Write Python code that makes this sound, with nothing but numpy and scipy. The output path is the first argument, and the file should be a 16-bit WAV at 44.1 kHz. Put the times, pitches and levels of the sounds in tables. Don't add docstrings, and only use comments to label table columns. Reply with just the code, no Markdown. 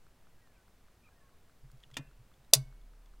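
import sys
import numpy as np
from scipy import signal
from scipy.fft import rfft, irfft
from scipy.io import wavfile
from scipy.ndimage import uniform_filter1d

SR = 44100
rng = np.random.default_rng(int(sys.argv[2]) if len(sys.argv) > 2 else 0)


def unload_audio(sound):
    columns = np.transpose(np.atleast_2d(sound))
    steps = np.round(np.clip(columns, -1, 1) * 32767)
    wavfile.write(sys.argv[1], SR, steps.astype(np.int16))


def decibels_to_gain(level_db):
    exponent = np.asarray(level_db, float) / 20
    return 10 ** exponent


N = 141120


def evened(x):
    return x / np.sqrt(np.mean(x ** 2) + 1e-20)


def read(points, hz):
    f, value = np.transpose(points)
    return np.interp(np.log(hz + .1), np.log(f + .1), value)


def add(mix, s, sound):
    part = mix[round(s * SR):][:len(sound)]
    part += sound[:len(part)]


def colour(x, *tables):
    hz = np.fft.rfftfreq(len(x), 1 / SR)
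    gain_db = sum(read(table, hz) for table in tables)
    return irfft(rfft(x) * decibels_to_gain(gain_db), len(x))


def ring(modes, flip=False):
    t = np.arange(round(0.8 * SR)) / SR
    out = np.zeros(len(t))
    for k, (hz, db, t60_s) in enumerate(modes):
        sign = (-1) ** (k * flip)
        out += sign * decibels_to_gain(db - 60 * t / t60_s) * np.sin(2 * np.pi * hz * t)
    return out


def burst(x, rise_s, t60_s=100):
    t = np.arange(len(x)) / SR
    return x * np.minimum(t / rise_s, 1) * decibels_to_gain(-60 * np.maximum(t - rise_s, 0) / t60_s)


def snaps():
    # t/s, crack level/dB, crack t60/s, cabin level/dB, metal level/dB
    releases = [
        (1.9683, -32.5, 0.025, -10.5, -45),
        (2.5353, -7, 0.01, -8.5, -18),
    ]
    # f/Hz, level/(dB per Hz)
    spectra = [
        [(300, -9.5), (900, -11.5), (1600, -9), (2800, -7), (4500, -13.5), (6500, -13.5), (10200, -22),
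         (16000, -31)],
        [(300, -40.5), (1000, -24.5), (1600, -29), (2600, -22.5), (4900, -8), (7000, -9.5), (10000, -10),
         (16000, -18)],
    ]
    # f/Hz, level/dB, t60/s
    rods = [
        [(554, -22, .3), (1136, -14, .25), (1529, -22, .4), (1701, -25, .5), (1755, -25, .5), (2067, -20, .35),
         (2095, -27, .3), (2471, -9, .25), (2450, -23, .2), (2686, -21, .5)],
        [(425, -29, .3), (630, -28, .18), (985, -50, .5), (1550, -46, .6), (2202, -42, .6), (2227, -48, .6),
         (2972, -48, .5), (4414, -30, .13), (4560, -40, .3), (2552, -36, .12)],
    ]
    # f/Hz, level/dB, t60/s
    clangs = [
        [(937, 6, .04), (1850, 3, .045), (2800, 11, .045), (3580, 17, .024), (1130, 2, .04), (4150, 7, .025),
         (5170, 3, .03), (5780, 1, .025), (7520, -6, .025)],
        [(1050, -17, .025), (1900, -12, .03), (2700, -6, .026), (3570, 1, .028), (4070, -5, .04),
         (4350, -4, .045), (4670, 4, .045), (4870, 4, .045), (5700, -3, .035), (6060, 0, .045),
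         (6850, -3, .035), (7740, -1, .022), (8880, -1, .025), (10300, 4, .028)],
    ]
    rises_s = [0.0021, 0.00083]
    sides_db = [-21, 2]
    # delay/s, level/dB
    echoes = [(.0042, -15), (.0072, -15.5), (0.015, -17.5)]
    # f/Hz, side minus mid/dB
    side_spectrum = [(60, -22), (150, -34), (380, -11), (950, -21.5), (2380, -17), (5980, -20),
                     (15000, -19.5)]
    mid, side = np.zeros((2, N))
    for release, spectrum, rod, clang, rise_s, side_db in zip(releases, spectra, rods, clangs, rises_s, sides_db):
        s, crack_db, t60_s, cabin_db, metal_db = release
        crack = decibels_to_gain(crack_db - 2) * crack_of(spectrum, t60_s)
        add(mid, s, crack)
        for delay_s, db in echoes:
            add(mid, s + delay_s, decibels_to_gain(db) * crack)

        walls = cabin()
        metal = decibels_to_gain(metal_db) * burst(ring(rod, flip=True) + ring(clang, flip=True), rise_s)
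        metal_tail = signal.fftconvolve(metal, walls)[:len(metal)]
        add(mid, s, metal + decibels_to_gain(-13.5) * metal_tail)
        add(mid, s, decibels_to_gain(cabin_db) * signal.fftconvolve(crack, walls))

        side_tail = signal.fftconvolve(crack, cabin())
        add(side, s, decibels_to_gain(side_db) * burst(side_tail, rise_s=.012))
    hollow = cartridge()
    from_hard_snap = np.arange(N) > releases[1][0] * SR - 256
    return mid + hollow, colour(side, side_spectrum) + decibels_to_gain(-30) * hollow * from_hard_snap


def crack_of(spectrum, t60_s):
    z = rfft(burst(rng.standard_normal(4096), .0007, t60_s))
    flat = irfft(z / np.sqrt(uniform_filter1d(abs(z) ** 2, size=50)))
    x = colour(flat, spectrum)[:2048]
    return x / np.sqrt(np.mean(x[:128] ** 2))


def cartridge():
    # t/s, level/dB, f/Hz, t60/s
    hits = [
        (1.97, -48, 327, 0.073),
        (1.973, -46, 263, 0.1),
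        (1.9908, -42, 265, 0.095),
        (2.07, -61, 2684, .05),
        (2.5312, -21.5, 646, .055),
        (2.5313, -23.5, 569, 0.05),
        (2.5316, -26.5, 430, .05),
        (2.531, -44, 203, 0.064),
        (2.531, -46.5, 95.1, 0.087),
        (2.545, -53, 264.3, 0.26),
    ]
    out = np.zeros(N)
    for s, db, hz, t60_s in hits:
        add(out, s, burst(ring([(hz, db, t60_s)]), rise_s=.003))
    return out


def cabin():
    # f/Hz, t60/s
    band_t60 = [(300, 0.22), (1500, 0.11), (4000, 0.067), (9000, 0.061), (15000, 0.031)]
    # f/Hz, level/dB
    slow_slope = [(2000, -19.5), (5000, -28), (9000, -31.5), (15000, -31.5)]
    size = 12288
    hz, t, z = signal.stft(rng.standard_normal(size), SR, nperseg=128)
    fast = decibels_to_gain(-60 * t / read(band_t60, hz)[:, None])
    slow = decibels_to_gain(-0.5 + read(slow_slope, hz)[:, None] - 60 * t / 0.24)
    tail = signal.istft(z * (fast + slow), SR, nperseg=128)[1][:size]
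    tail = tail * np.minimum(np.arange(size) / 60, 1)
    return tail / np.linalg.norm(tail)


def creaks():
    # t/s, peak level/dB, f/Hz, ring level/dB
    slips = [(1.7152, -55.5, 7200, -15), (1.7724, -67, 5500, -4), (1.8018, -56, 3460, -23),
             (1.831, -57, 3200, -6), (1.8363, -57.5, 3460, 4.5), (1.8365, -62.5, 3150, 5),
             (1.8368, -66.5, 1900, 6.5), (1.8408, -66.5, 2850, 6.5), (1.85, -71, 2930, 5),
             (1.9134, -51, 3320, -24), (1.914, -60, 1900, -2), (1.9376, -57, 3380, -1),
             (1.9417, -45, 3300, -3), (1.946, -68, 4830, 2), (1.952, -59, 3180, 4), (1.954, -62, 2570, 4),
             (1.9582, -58, 3250, 3), (1.9631, -68.5, 3230, 5), (2.3394, -64.5, 3470, -2),
             (2.4464, -60.5, 3800, -10.5), (2.5292, -59, 9800, 0), (2.5317, -37.5, 2606, -7.5),
             (2.8144, -69.5, 3426, 5), (3.059, -57, 3404, -7)]
    t60_s, width_hz, tone_share = .018, 400, 0.84
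    out = np.zeros(N)
    for s, db, hz, ring_db in slips:
        wide, narrow = rng.standard_normal((2, 2048))
        puff = colour(wide, [(hz / 5, -20), (hz / 1.6, 0), (hz * 2.4, -6), (hz * 3.6, -22)])
        narrow = colour(narrow, [(hz - width_hz, -30), (hz, 0), (hz + width_hz, -30)])
        tone = ring([(hz, 0, 100)])[:2048]
        rough = tone_share * evened(tone) + (1 - tone_share) * evened(narrow)
        add(out, s, decibels_to_gain(db - 1) * burst(puff, 0.0005, t60_s))
        add(out, s, decibels_to_gain(db + ring_db) * burst(rough, 0.00086, t60_s))
    return out


def floor_panel():
    # t/s, panel level/dB, panel f/Hz, sway level/dB
    nudges = [
        (1.627, -49, 133, -51.5),
        (1.723, -49.5, 128.4, -51.5),
        (1.85, -61.5, 141, -69),
        (1.909, -52.5, 129, -59),
        (1.978, -39.5, 140, -53),
        (2.06, -57, 134, -60.5),
        (2.181, -51.5, 120, -64),
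        (2.384, -61.5, 136, -63.5),
    ]
    # f/Hz, level/dB, t60/s
    panel = [(127.4, 0.5, .3), (137.5, 2, .26)]
    # f/Hz, level/dB, t60/s
    sway = [(35.8, 0, 8.7), (46.23, -8, 1.2)]
    out = np.zeros(N)
    small_sway = burst(ring([(hz, db, 1) for hz, db, _ in sway]), 0.015)
    for s, panel_db, hz, sway_db in nudges:
        boom = burst(ring([(hz, panel_db, 100)]), rise_s=0.026, t60_s=0.11)
        add(out, s, boom + decibels_to_gain(sway_db) * small_sway)
    hard_boom = decibels_to_gain(-30) * ring(panel, flip=True)
    hard_sway = decibels_to_gain(-48.5) * burst(ring(sway), .02)
    add(out, 2.553, hard_boom + hard_sway)
    return out


def birds():
    # t/s, length/s, start f/Hz, end f/Hz, level/dB
    notes_sung = [(.37, .04, 1640, 1640, -76), (.41, .07, 1970, 1800, -73), (.47, .08, 1800, 1620, -76),
                  (.545, .035, 2750, 2200, -74), (.55, .08, 1580, 1460, -74), (1.033, .02, 2300, 2640, -68),
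                  (1.047, .032, 2640, 2260, -67), (1.051, .035, 1270, 1240, -73),
                  (1.074, .018, 2260, 2560, -67), (1.105, .035, 1650, 1620, -72),
                  (1.15, .045, 1880, 1830, -75), (1.205, .03, 1750, 1710, -70),
                  (1.21, .09, 1100, 1080, -73), (1.24, .05, 1680, 1570, -75), (1.31, .05, 1130, 1080, -75)]
    warble_hz, warble_depth = 70, .007
    out = np.zeros(N)
    for s, length_s, from_hz, to_hz, db in notes_sung:
        u = np.linspace(0, 1, round(length_s * SR))
        warble = 1 + warble_depth * np.sin(2 * np.pi * warble_hz * length_s * u)
        hz = (from_hz + (to_hz - from_hz) * u) * warble
        whistle = np.sin(2 * np.pi * np.cumsum(hz) / SR)
        add(out, s, decibels_to_gain(db) * np.sin(np.pi * u) ** 0.59 * whistle)
    return out


def ticks():
    times_s = [0.066, 0.2695, .4728, 0.6801, 0.8831, 1.089, 1.2925, 1.4957, 1.7, 1.902, 2.112, 2.3158,
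               2.5232, 2.7256, 2.9352, 3.1369]
    tick_hz, cycles, lag_s = 1350, 2.5, .0004
    phase = 2 * np.pi * tick_hz * np.arange(round(cycles * SR / tick_hz)) / SR
    overtones = np.sin(3 * phase) + .5 * np.sin(2 * phase) + .5 * np.sin(6 * phase)
    out = np.zeros(N)
    for s in times_s:
        size, edge, under = rng.standard_normal(3)
        sharp = .16 * decibels_to_gain(2 * edge) * overtones
        slow = .3 * decibels_to_gain(2 * under) * np.sin(phase * .4)
        add(out, s + lag_s, decibels_to_gain(-60 + .7 * size) * (-np.sin(phase) - sharp + slow))
    return out


def hiss():
    # f/Hz, level/(dB per Hz)
    hiss_spectrum = [(70, 1.5), (150, -2), (300, -8), (700, -11), (1500, -15.5), (3000, -20.5),
                     (6000, -24.5), (16000, -29)]
    # f/Hz, level/(dB per Hz)
    rumble_spectrum = [(1, -3), (8, -3), (25, -19), (50, -15), (90, -32.5), (200, -62.5)]
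    # f/Hz, side minus mid/dB
    side_spectrum = [(60, -36), (150, -28), (380, -21.5), (950, -23.5), (2380, -17), (5980, -9.5),
                     (15000, -11.5)]
    # f/Hz, level/dB
    side_edge = [(11800, 0), (12300, -20)]
    a, b, c = rng.standard_normal((3, N))
    low_cut = [(30, -31.5), (70, 0.5)]
    scale = decibels_to_gain(-69.5) / np.std(colour(a, hiss_spectrum, [(60, -40.0), (100, 0)]))
    rumble = decibels_to_gain(-61) * evened(colour(c, rumble_spectrum))
    mid = scale * colour(a, hiss_spectrum, low_cut) + rumble
    side = scale * colour(b, hiss_spectrum, side_spectrum, side_edge, low_cut)
    return mid, side


def scene():
    # from t/s, to t/s
    dips_s = [(1.9615, 1.967), (2.518, 2.531)]
    t = np.arange(N) / SR
    mid, side = snaps()
    air, air_side = hiss()
    dipped = sum((t > a) & (t < b) for a, b in dips_s)
    hush = uniform_filter1d(decibels_to_gain(-9 * dipped), size=64)
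    mid = mid + hush * (air + ticks()) + creaks() + floor_panel() + birds()
    side = side + hush * air_side
    return np.array([mid + side, mid - side])


def top_cut(x):
    return signal.sosfilt(signal.butter(12, 16670, fs=SR, output="sos"), x)


def record(dry):
    lowpass = signal.firwin(255, 15950, window=("kaiser", 9), fs=SR)
    x = signal.oaconvolve(dry, lowpass[None], "same")
    return top_cut(np.clip(x, -1, 1))


dry = scene()
out = record(dry)
unload_audio(out)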